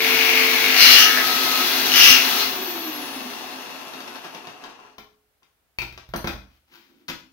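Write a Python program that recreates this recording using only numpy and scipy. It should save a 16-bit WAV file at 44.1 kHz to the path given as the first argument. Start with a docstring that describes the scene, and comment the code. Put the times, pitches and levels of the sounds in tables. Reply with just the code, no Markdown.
"""A jigsaw cuts the wall of a metal pot in a garage: gears rattle, teeth scrape, and twice the wall chatters loudly.
Clicks locked to the blade stroke drive the wall's resonances; random rattling of loose parts drives those
of the saw; rotor tones follow the motor speed. The motor is switched off and coasts down with a falling whine,
clunking once a stroke as the crank slows. The blade leaves the slot, the saw is laid on the concrete floor,
and a hand rubs and knocks the cut piece: noise crunches, dying modes and skin hiss, over still air."""
import sys
import numpy as np
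from scipy import signal
from scipy.fft import rfft, irfft
from scipy.io import wavfile
from scipy.ndimage import uniform_filter1d

SR = 44100
rng = np.random.default_rng(int(sys.argv[2]) if len(sys.argv) > 2 else 0)


def put_to_file(sound):
    """Save the sound as 16-bit audio at rate SR, in the file named by the first command-line argument."""
    columns = np.atleast_2d(sound).T  # one column per channel
    safe = np.clip(columns, -1, 1)
    whole_steps = np.round(safe * 32767)
    wavfile.write(sys.argv[1], SR, whole_steps.astype(np.int16))


N = 322812
T = np.arange(N) / SR

# spectra of air, three blow colours, gears and teeth: (frequency [Hz], relative level [dB])
AIR_SPECTRUM = [(18, -47), (30, -20), (43, -7.5), (64, -3), (160, -14.5), (505, -14.5), (728, -12),
                (1050, -17.5), (1330, -15), (7460, -26), (15500, -21.5)]
KNOCK_SPECTRUM = [(60, -25), (180, -3), (280, 2), (450, -9), (900, -7.5), (1500, -11.5), (4000, -28),
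                  (8000, -80)]
CLACK_SPECTRUM = [(300, -66), (800, 4), (1400, 4.5), (2800, 6), (4500, 1.5), (6300, -4.5), (7400, -17.5),
                  (8500, -19), (11000, -19), (15500, -19)]
TICK_SPECTRUM = [(3000, -46), (8400, -20), (10000, -11), (13000, 8), (15500, 4.5)]
GEAR_SPECTRUM = [(40, -41), (90, -22), (190, -23), (260, -2.5), (400, -0.5), (560, -8), (740, -1.5),
                 (1100, -3.5), (1400, -6), (2600, -12), (3300, -14.5), (5900, -17), (8300, -38),
                 (15500, -48)]
TEETH_SPECTRUM = [(60, -27), (250, -18), (800, -19.5), (1400, -0.5), (2800, 1), (4300, 1), (6000, -4.5),
                  (7200, -13.5), (8500, -20.5), (10000, -12.5), (12000, -7.5), (15500, -3)]
# decay of the garage: (frequency [Hz], t60 [s])
ROOM_T60 = [(100, 0.46), (400, 0.36), (2500, 0.36), (6000, 0.38), (14000, 0.31)]
# left-right likeness of the diffuse field: (frequency [Hz], likeness [0-1])
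LIKENESS = [(60, 0.69), (280, .72), (700, 0.28), (1500, 0), (8000, 0)]
# lean to the left at share 1: (frequency [Hz], left minus right [dB])
LEFT_LEAN = [(80, -2), (350, -.5), (700, .8), (1400, 4.4), (2800, 5.4), (5500, 6.5), (9000, 2.7),
             (14000, 1.5)]
# hand sliding on the pot: (start [s], end [s], relative skin hiss [dB], relative wall judder [dB])
RUBS = [(6.5, 6.56, -63.5, -77), (6.733, 6.75, -48, -55.5), (6.78, 6.859, -60.5, -70),
        (6.89, 7.02, -66.5, -57.5)]
# blade leaving the slot, saw set down, hand on the pot:
# (time [s], thud [dB], knock [dB], clack [dB], tick [dB])
HITS = [(4.982, -63, -49.5, -47, -55), (5.43, -83, -76, -63.5, -80), (5.786, -41, -63, -38.5, -45),
        (5.818, -41, -42.5, -38.5, -48), (5.925, -47, -61, -53, -60), (5.976, -60, -50.5, -45.5, -61),
        (6.089, -43, -62, -59, -60), (6.137, -44, -29.5, -39, -54), (6.16, -38, -62, -42, -42),
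        (6.243, -33, -31.5, -42.5, -50), (6.272, -39, -34, -31.5, -41.5), (6.297, -48, -45, -52, -56),
        (6.334, -39.5, -50.5, -66, -66), (7.082, -62, -46, -37.5, -52), (7.087, -59, -61, -35, -43.5),
        (7.098, -58, -42.5, -36.5, -55)]
# steel shoe meeting the floor: (time [s], relative level [dB])
CLANKS = [(5.787, -16), (5.818, -30)]
# freed pot ringing as the blade leaves it and as it is touched: (time [s], level [dB])
POT_RINGS = [(4.645, -45), (4.791, -52), (4.85, -53), (4.982, -46.5), (5.424, -67), (7.083, -54)]
# modes of the deep thud, pot, small steel part and booming wall: (frequency [Hz], relative level [dB], t60 [s])
THUD_MODES = [(53.7, 9.5, 0.41), (73.7, 1.5, 0.56), (119, 4.5, 0.44)]
POT_MODES = [(262, -22, 0.67), (424, -10, 0.69), (800, -7, 0.23), (1071, 13, 0.045), (1385, 5, 0.064),
             (1638, -5, 0.12), (2380, -7, 0.22)]
PING_MODES = [(4540, -1, 0.03), (5800, 1, 0.021), (6280, -3, 0.037), (9230, -4, 0.04), (9640, 0, 0.034),
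              (12950, -1, 0.057), (13300, -8, 0.045), (14400, -8, .04)]
BOOM_MODES = [(262, -1.5, 0.16), (318, -2, .16)]
# modes of the shoe, before the floor damps them: (frequency [Hz], relative level [dB], t60 [s])
SHOE_MODES = [(2000, -17, .25), (2370, 4, 0.15), (2455, 5, 0.13), (2350, -3, 0.25), (2550, -4, 0.23),
              (2610, 3, 0.3), (2630, -11, .2), (3600, -22, .14), (4450, 0.5, 0.089), (4350, -11, 0.1)]
# upper limit of the speed, as set by the load under power: (time [s], speed [strokes/s])
CUT_SPEED = [(.7, 48.65), (.85, 48.9), (1.05, 48.9), (1.2, 49.6), (1.9, 49.7), (2, 48.8), (2.07, 47.8),
             (2.27, 48.3)]
# resonances the hum sweeps through while coasting: (frequency [Hz], width [Hz], relative level [dB])
HUM_RINGS = [(355, 59, -35.5), (300, 41, -42), (255, 16, -38)]
# saw housing and pot shaken by rattling loose parts: (frequency [Hz], width [Hz], relative level [dB])
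BODY_RINGS = [(258.7, 7.8, -4.5), (323, 11, -12), (359, 9.4, -8.5), (664, 22, -10), (720.3, 8.5, -8.5),
              (1056, 43, -6.5), (2620, 200, -7), (5800, 280, -20.5)]
# rubbed blade singing: (start [s], end [s], level [dB])
SINGS = [(.98, 1.623, -32), (2.371, 2.43, -37.5)]
# wall around the slot: (frequency [Hz], width [Hz], relative level [dB])
WALL_RINGS = [(1700, 120, -0.5), (2400, 410, 0), (2850, 260, 3.5), (4040, 130, 6), (5860, 450, -1)]
# steady buzz as the blade moves along the slot: (time [s], level [dB], lower ring [Hz])
BUZZ = [(0, -23, 2180), (.16, -21, 2300), (.42, -19, 2180), (.49, -24, 2130), (.8, -19.5, 2150),
        (1.0, -25, 1750), (1.17, -23, 1600), (1.25, -38, 2500), (1.88, -37.5, 2770), (2.16, -25.5, 2550),
        (2.26, -36.5, 2680), (2.43, -39, 2800)]
# blade grabs, wall screeches: (start [s], end [s], level [dB], lower ring [Hz], its glide [Hz/s],
# upper ring [Hz], upper ring relative level [dB], blade slap relative level [dB])
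GRABS = [(0.798, .94, -12.5, 2720, 902, 4440, 0.5, 7.5), (0.954, 1.008, -12.5, 2920, -600, 5260, -4.5, 4),
         (1.966, 2.11, -12, 3016, -2200, 5180, -3.5, 12), (2.416, 2.42, -27, 2696, 0, 4160, 2, 6)]

AIR_DB, EDGE_HZ = -69.5, 15820
SAW_LEFT, POT_LEFT, HAND_LEFT = 1.1, 1.2, 1.25  # shares of the left lean
RUB_RISE_S, RUB_FALL_S = 0.022, 0.022
PING_S, PING_DB = 6.162, -40  # a small steel part snaps against the shoe
BOOM_S, BOOM_DB = 7.097, -40.5  # the knuckles set the wall booming
CLUNK_DB = (-84, -48.5, -43.5, -70)  # thud, knock, clack, tick
LAST_TURN_S = 4.638  # last turn of the crank

GEAR_RATIO, WHINE_ORDER = 9.25, 356  # armature turns and whine cycles per stroke
FIRST_STROKE = .244  # strokes until the stroke count reaches zero
# dry friction [strokes/s^2] and fan drag [1/stroke] bring the crank to rest at STOP_S
FRICTION, FAN_DRAG, STOP_S = 14.6, .0054, 4.96
CUT_END_S, UNLOAD_S = 2.379, 0.083  # the teeth stop biting, and the load's fade time
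HUM_DB, HUM_HOLD_S, HUM_FADE_DB_PER_S = -33, 0.53, 20
HUM_ROUGH_DB = 3.5  # flutter of the swept hum
WHINE_DB, WHINE_KNEE_HZ, WHINE_FADE_HZ = -37.5, 12800, 1240
# rattle drive: relative level at full speed unloaded, gain under load, power of the speed
RATTLE_DB, RATTLE_LOAD_DB, RATTLE_POWER = -38.5, 4, 0.58
# slow-stroke surge: depth, speed below which it shows [strokes/s], place in the stroke [turns]
SURGE_DB, SURGE_BELOW, SURGE_TURN = 3, 22, 0.065
SING_HZ, SING_RISE_S, SING_FALL_S = 1279, .07, .05
# blade in the slot: level at full speed, power of the speed
SLOT_HZ, SLOT_WIDTH_HZ, SLOT_DB, SLOT_POWER = 2707, 340, -45, 0.67
BUZZ_WIDTH_HZ, BUZZ_UPPER_HZ, BUZZ_UPPER_DB = 500, 4264, -35
BUZZ_SLAP_DB = 7.5  # relative, as in GRABS
GRAB_WIDTH_HZ, GRAB_RISE_S, GRAB_FALL_S = 750, 0.032, 0.032
# rasp of biting teeth, of sliding teeth at high speed, and of a grab relative to its screech
BITE_DB, SLIDE_DB, GRAB_RASP_DB = -29.2, -39.2, -8.2
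SLIDE_POWER, SLIDE_KNEE = .5, 11.5  # power of the speed; strokes/s below which sliding dies out


def amp(db):
    """Decibels to gain."""
    return 10 ** (np.asarray(db) / 20)


def unit(x):
    """Scales to rms 1."""
    return x / np.sqrt(np.mean(x ** 2) + 1e-20)


def curves(rows):
    """Each column of a table, joined by lines over time."""
    s, *columns = np.transpose(rows)
    return [np.interp(T, s, c) for c in columns]


def read(points, hz):
    """A table read on a log-frequency axis."""
    f, value = np.transpose(points)
    return np.interp(np.log(hz + 1), np.log(f), value)


def colour(x, points, size=4096):
    """Causal minimum-phase filter with the given spectrum."""
    log_gain = np.log(amp(read(points, abs(np.fft.fftfreq(size, 1 / SR)))))
    response = np.exp(np.conj(signal.hilbert(log_gain)))
    taps = np.fft.ifft(response).real
    return signal.oaconvolve(x, taps[:size // 2])[:len(x)]


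def in_band(x, lo, hi):
    """Scales so that the band lo-hi has rms 1."""
    hz = np.fft.rfftfreq(len(x), 1 / SR)
    band = irfft(rfft(x) * ((hz > lo) & (hz < hi)))
    return x / np.std(band)


def resonate(x, hz, width):
    """A resonance of gain 1 whose pitch can move."""
    turn = np.exp(2j * np.pi * np.cumsum(hz * np.ones(len(x))) / SR)
    r = np.exp(-np.pi * width / SR)
    shifted = x / turn + 1e-18  # the pitch brought down to 0 Hz
    return 2 * (turn * signal.lfilter([1 - r], [1, -r], shifted)).real


def steady(x, size=6000):
    """Holds the short-term rms near 1."""
    power = abs(uniform_filter1d(x ** 2, size))
    return x / np.sqrt(power + 1e-4 * np.mean(x ** 2))


def waver(per_s):
    """Slow random drift of rms 1."""
    return unit(np.interp(T * per_s, np.arange(4000), rng.standard_normal(4000)))


def swell(start, end, rise_s, fall_s):
    """Rises exponentially to 1 at start, holds until end, dies away."""
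    return np.exp(-np.maximum(start - T, 0) / rise_s - np.maximum(T - end, 0) / fall_s)


def add(mix, s, sound):
    """Mixes a sound in at time s."""
    part = mix[round(s * SR):][:len(sound)]
    part += sound[:len(part)]


def ring(modes):
    """Dying modes, rms 1 over the first moments."""
    t = np.arange(SR) / SR
    x = sum(amp(db - 60 * t / t60) * np.sin(2 * np.pi * hz * t) for hz, db, t60 in modes)
    return x / np.std(x[:1300])


def contacts(strokes, places, sizes, jitter_s, uneven_db):
    """Clicks that recur at the same places in every stroke, a little early or late, strong or weak."""
    turns = np.arange(int(strokes[-1]))[:, None] + places
    late, strong = rng.standard_normal((2,) + turns.shape)
    at = np.interp(turns, strokes, T) + jitter_s * late
    index = np.clip(np.round(at * SR), 0, N - 1).astype(int)
    weight = sizes * amp(uneven_db * strong)
    return unit(np.bincount(index.ravel(), weight.ravel(), N))


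def grit(per_s, spread_db):
    """Random clicks of uneven size."""
    size = rng.standard_normal(N) * amp(spread_db * np.minimum(rng.exponential(1, N), 4))
    return unit(size * (rng.random(N) < per_s / SR))


def pair(a, b):
    """Two unrelated signals become a diffuse stereo field, alike in the bass."""
    same = np.clip(read(LIKENESS, np.fft.rfftfreq(len(a), 1 / SR)), -1, 1)
    right = same * rfft(a) + np.sqrt(1 - same ** 2) * rfft(b)
    return np.array([a, irfft(right, len(a))])


def garage(x, wet_db, lead_s):
    """Direct sound reaches the left first; dense reflections follow and die by band."""
    taps = rng.choice([-1., 1.], (2, SR)) * (rng.random((2, SR)) < .12)
    hz, t, z = signal.stft(taps, SR, nperseg=256)
    decay = amp(-60 * t / read(ROOM_T60, hz)[:, None])
    tail = signal.istft(z * decay, SR, nperseg=256)[1][:, :SR]
    fade_in = np.clip((T[:SR] - .001) / .004, 0, 1)
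    tail = pair(*(tail * fade_in))
    response = amp(wet_db) * tail / np.linalg.norm(tail[0])
    response[0, 0] += 1
    response[1, round(abs(lead_s) * SR)] += 1
    response /= np.linalg.norm(response.mean(0))
    return signal.fftconvolve(x[None], response, axes=1)[:, :N]


def lean_left(x, share):
    """A source to the left favours the left channel in the upper middle, at constant power."""
    tilt = amp(share * read(LEFT_LEAN, np.fft.rfftfreq(N, 1 / SR)))
    gains = np.array([tilt, np.ones_like(tilt)]) / np.sqrt((1 + tilt ** 2) / 2)
    return irfft(rfft(x) * gains, N)


def still_air():
    """Faint coloured noise, wide in stereo."""
    left, right = [unit(colour(rng.standard_normal(N), AIR_SPECTRUM)) for _ in range(2)]
    return amp(AIR_DB) * pair(left, right)


def rub():
    """Skin slides over the pot and makes its wall judder."""
    skin = grit(per_s=3800, spread_db=1.5)
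    hiss = unit(colour(skin, CLACK_SPECTRUM)) + 0.52 * unit(colour(skin, TICK_SPECTRUM))
    judder = resonate(resonate(rng.standard_normal(N), 305, 105), 250, 100)
    judder = steady(judder, size=2500)
    out = np.zeros(N)
    for start, end, hiss_db, judder_db in RUBS:
        touch = amp(hiss_db - 4.0) * hiss + amp(judder_db - 4.0) * judder
        out += swell(start, end, RUB_RISE_S, RUB_FALL_S) * touch
    return out


def crunch(spectrum, fade_s):
    """Surfaces press together: a short burst of coloured noise."""
    t = np.arange(4000) / SR
    press = np.exp(-t / fade_s) * (1 - np.exp(-t / 0.00051))
    x = colour(rng.standard_normal(len(t)) * press, spectrum)
    return x / np.std(x[:1300])


def blows(hits):
    """Each blow crunches in three colours and sets off a slow, deep thud; steel and pot ring."""
    sharp, thuds = np.zeros(N), np.zeros(N)
    thud, shoe, pot = ring(THUD_MODES), ring(SHOE_MODES), ring(POT_MODES)
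    for s, thud_db, knock_db, clack_db, tick_db in hits:
        add(thuds, s, amp(thud_db) * thud)
        add(sharp, s, amp(knock_db) * crunch(KNOCK_SPECTRUM, fade_s=.009))
        add(sharp, s, amp(clack_db) * crunch(CLACK_SPECTRUM, fade_s=.005))
        add(sharp, s, amp(tick_db) * crunch(TICK_SPECTRUM, fade_s=.004))
    for s, db in CLANKS:
        add(sharp, s, amp(db - 9.5) * shoe * np.exp(-T[:SR] / 0.013))  # the floor damps the shoe
    for s, db in POT_RINGS:
        add(sharp, s, amp(db) * pot)
    add(sharp, PING_S, amp(PING_DB) * ring(PING_MODES))
    add(sharp, BOOM_S, amp(BOOM_DB) * ring(BOOM_MODES))
    return sharp, thuds


def deep_thuds(thuds):
    """The deep thuds, trimmed of the lowest bass and 3 dB stronger on the right."""
    high_pass = signal.butter(2, 42, "high", fs=SR, output="sos")
    return signal.sosfilt(high_pass, thuds) * amp([[-1.5], [1.5]])


def clunks(strokes, count):
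    """The slow crank gives one blow in each of its last strokes."""
    turns = np.interp(LAST_TURN_S, T, strokes) - np.arange(count)
    return [(s, *CLUNK_DB) for s in np.interp(turns, strokes, T)]


def stroke_rate():
    """Strokes per second: set by the load while powered, then braked by friction and fan drag."""
    angle = np.sqrt(FRICTION * FAN_DRAG) * np.maximum(STOP_S - T, 0)
    coast = np.sqrt(FRICTION / FAN_DRAG) * np.tan(angle)
    return np.minimum(curves(CUT_SPEED)[0], coast)


def rotor(strokes, speed):
    """The armature hums at its turning rate and whines at a high multiple of the stroke rate."""
    fading_db = HUM_DB - HUM_FADE_DB_PER_S * np.maximum(T - HUM_HOLD_S, 0)
    loaded = amp(fading_db + 1.4 * waver(per_s=15))
    turn_hz = GEAR_RATIO * speed
    swept = sum(amp(db) / (1 + (2 * (turn_hz - hz) / width) ** 2) for hz, width, db in HUM_RINGS)
    swept = swept * amp(HUM_ROUGH_DB * waver(per_s=60) - 2.0)
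    swept *= np.minimum(2 * speed / speed[0], 1) ** 2  # fades out below half speed
    turn = 2 * np.pi * GEAR_RATIO * strokes
    hum = loaded * np.sin(turn + 0.091 * waver(per_s=40))
    hum += swept * np.sin(turn + .6 * waver(per_s=63))
    below_knee_hz = np.maximum(WHINE_KNEE_HZ - WHINE_ORDER * speed, 0)
    whine_level = np.exp(-below_knee_hz / WHINE_FADE_HZ) * amp(WHINE_DB + 2.5 * waver(per_s=35))
    whine = whine_level * np.sin(2 * np.pi * WHINE_ORDER * strokes + .3 * waver(per_s=270))
    return np.sqrt(2) * hum, np.sqrt(2) * whine


def rattling(strokes, speed, load):
    """The rattle in dB grows with speed and load, and surges in each slow stroke."""
    turn = strokes - np.interp(LAST_TURN_S, T, strokes) - SURGE_TURN
    depth_db = SURGE_DB * np.clip(2 - 2 * speed / SURGE_BELOW, 0, 1)
    surge_db = depth_db * np.cos(2 * np.pi * turn) * (turn < 0.5)
    speed_db = RATTLE_POWER * 20 * np.log10(speed / speed[0] + 1e-6)
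    return RATTLE_DB + RATTLE_LOAD_DB * load + speed_db + surge_db


def housing(speed, level_db):
    """Loose parts shake the housing and the pot, whose resonances fill the room."""
    shake = steady(grit(per_s=2200, spread_db=3.0))
    bass = np.interp(speed, [5, 26, 45], [.45, .85, 1])  # a slow crank shakes the heavy parts less
    body = np.zeros(N)
    for hz, width, db in BODY_RINGS:
        tone = steady(resonate(shake, hz, width), size=9000)
        body += amp(db) * (bass if hz < 500 else 1) * tone
    return amp(level_db + 1.0) * body


def sing():
    """The rubbed blade sings on one narrow, wavering resonance."""
    level = sum(amp(db) * swell(start, end, SING_RISE_S, SING_FALL_S) for start, end, db in SINGS)
    tone = np.sin(2 * np.pi * np.cumsum(SING_HZ + 5 * waver(per_s=71)) / SR)
    return level * amp(1.8 * waver(per_s=28)) * unit(tone)


def slot_ring(speed):
    """The blade slides against the edge of the slot, which rings."""
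    ringing = resonate(grit(per_s=1500, spread_db=2), SLOT_HZ, SLOT_WIDTH_HZ)
    ringing = resonate(ringing, SLOT_HZ, SLOT_WIDTH_HZ)
    return amp(SLOT_DB) * (speed / speed[0]) ** SLOT_POWER * steady(ringing)


def grabbing():
    """Strength of each grab of the blade over time."""
    return np.array([amp(db) * swell(start, end, GRAB_RISE_S, GRAB_FALL_S) for start, end, db, *_ in GRABS])


def chatter(strokes, low_hz, width_hz, high_hz, high_db, slap_db):
    """The blade slaps the thin wall once a stroke; the wall buzzes against the teeth in between."""
    slap = contacts(strokes, np.zeros(1), 1, jitter_s=.00002, uneven_db=3.5)
    buzz = contacts(strokes, rng.random(48), rng.choice([-1, 1], 48), jitter_s=.00004, uneven_db=-1.0)
    drive = buzz + amp(slap_db - 6.5) * slap
    rings = sum(amp(db) * resonate(drive, hz, width) for hz, width, db in WALL_RINGS)
    drive = 0.84 * drive + rings
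    # the place of the blade in the slot decides which of the resonances speak
    low = steady(resonate(resonate(drive, low_hz, width_hz), low_hz, 1300))
    high = steady(resonate(resonate(drive, high_hz, 2100), high_hz, 1300))
    tone = [(80, -3.0), (300, -5.5), (1500, 3), (6300, 6.5), (7300, -7.5), (8500, -13), (14000, -7.5)]
    return steady(colour(low + amp(high_db) * high, tone))


def wall_buzz(strokes, load):
    """The wall chatters mildly as long as the teeth bite; its upper ring keeps one level under load."""
    level_db, ring_hz = curves(BUZZ)
    upper_db = BUZZ_UPPER_DB - level_db
    buzz = chatter(strokes, ring_hz, BUZZ_WIDTH_HZ, BUZZ_UPPER_HZ, upper_db, BUZZ_SLAP_DB)
    return np.hypot(amp(level_db), amp(BUZZ_UPPER_DB)) * load * buzz


def screech(strokes, grabs):
    """The wall chatters violently, on the rings of the strongest grab."""
    start, end, _, low_hz, glide, high_hz, high_db, slap_db = np.array(GRABS)[grabs.argmax(0)].T
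    low_hz = low_hz + glide * (np.clip(T, start, end) - start)
    return grabs.max(0) * chatter(strokes, low_hz, GRAB_WIDTH_HZ, high_hz, high_db, slap_db)


def gears(strokes, level_db):
    """The crank and gear teeth rattle in each stroke, over random loose clicks."""
    clicks = contacts(strokes, rng.random(40), rng.standard_normal(40), jitter_s=.00025, uneven_db=4.5)
    loose = steady(grit(per_s=2200, spread_db=4))
    drive = steady(0.6 * steady(clicks) + loose)
    return amp(level_db - 3.5) * in_band(colour(drive, GEAR_SPECTRUM), 430, 1150)


def scrape(strokes, speed, load, grabs):
    """Teeth tear chips from the slot; the rasp swells on each pull and dulls as the blade slows."""
    slide = amp(SLIDE_DB) * (speed / speed[0]) ** SLIDE_POWER
    slide = slide * speed ** 2 / np.hypot(speed ** 2, SLIDE_KNEE ** 2)
    bite = amp(BITE_DB) * load
    grab = amp(GRAB_RASP_DB) * grabs.max(0)
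    level = np.sqrt(slide ** 2 + bite ** 2 + grab ** 2)
    teeth = contacts(strokes, rng.random(60), rng.standard_normal(60), jitter_s=.00007, uneven_db=1.5)
    chips = grit(per_s=4500, spread_db=3.5) * (1 + 0.67 * np.cos(2 * np.pi * strokes))
    rasp = in_band(colour(steady(steady(teeth) + chips), TEETH_SPECTRUM), 8700, 16550)
    dull = colour(rasp, [(6000, -7.0), (11500, -3.0), (15500, -17.5)])
    slow = np.interp(speed, [16, 40], [1, 0])
    return level * (rasp + slow * (dull - rasp))


def scene():
    """Saw, blows and hand in the garage, over still air."""
    speed, grabs = stroke_rate(), grabbing()
    strokes = np.cumsum(speed) / SR - FIRST_STROKE
    load = np.exp(-np.maximum(T - CUT_END_S, 0) / UNLOAD_S)
    rattle_db = rattling(strokes, speed, load)
    hum, whine = rotor(strokes, speed)
    sharp, thuds = blows(HITS + clunks(strokes, count=8))
    cutting = gears(strokes, rattle_db) + scrape(strokes, speed, load, grabs) + slot_ring(speed)
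    wall = wall_buzz(strokes, load) + screech(strokes, grabs)

    handling = garage(sharp + rub(), wet_db=0.5, lead_s=.00018)
    motor = garage(whine, wet_db=-6.5, lead_s=.00009)
    body = pair(housing(speed, rattle_db), housing(speed, rattle_db))
    pot = garage(wall, wet_db=3.5, lead_s=.00007)
    saw = garage(cutting, wet_db=6, lead_s=.00009)

    mix = still_air() + deep_thuds(thuds) + hum
    mix += lean_left(handling, HAND_LEFT)
    mix += lean_left(pot, POT_LEFT)
    return mix + lean_left(saw + motor + body + sing(), SAW_LEFT)


def record(dry):
    """The loudest peaks overload softly; then the band limit."""
    clipped = dry / (1 + (abs(dry) / 1.05) ** 6) ** (1 / 6)
    low_pass = signal.firwin(801, EDGE_HZ, window=("kaiser", 8), fs=SR)
    return signal.oaconvolve(clipped, low_pass[None], "same")


dry = scene()
out = record(dry)
put_to_file(out)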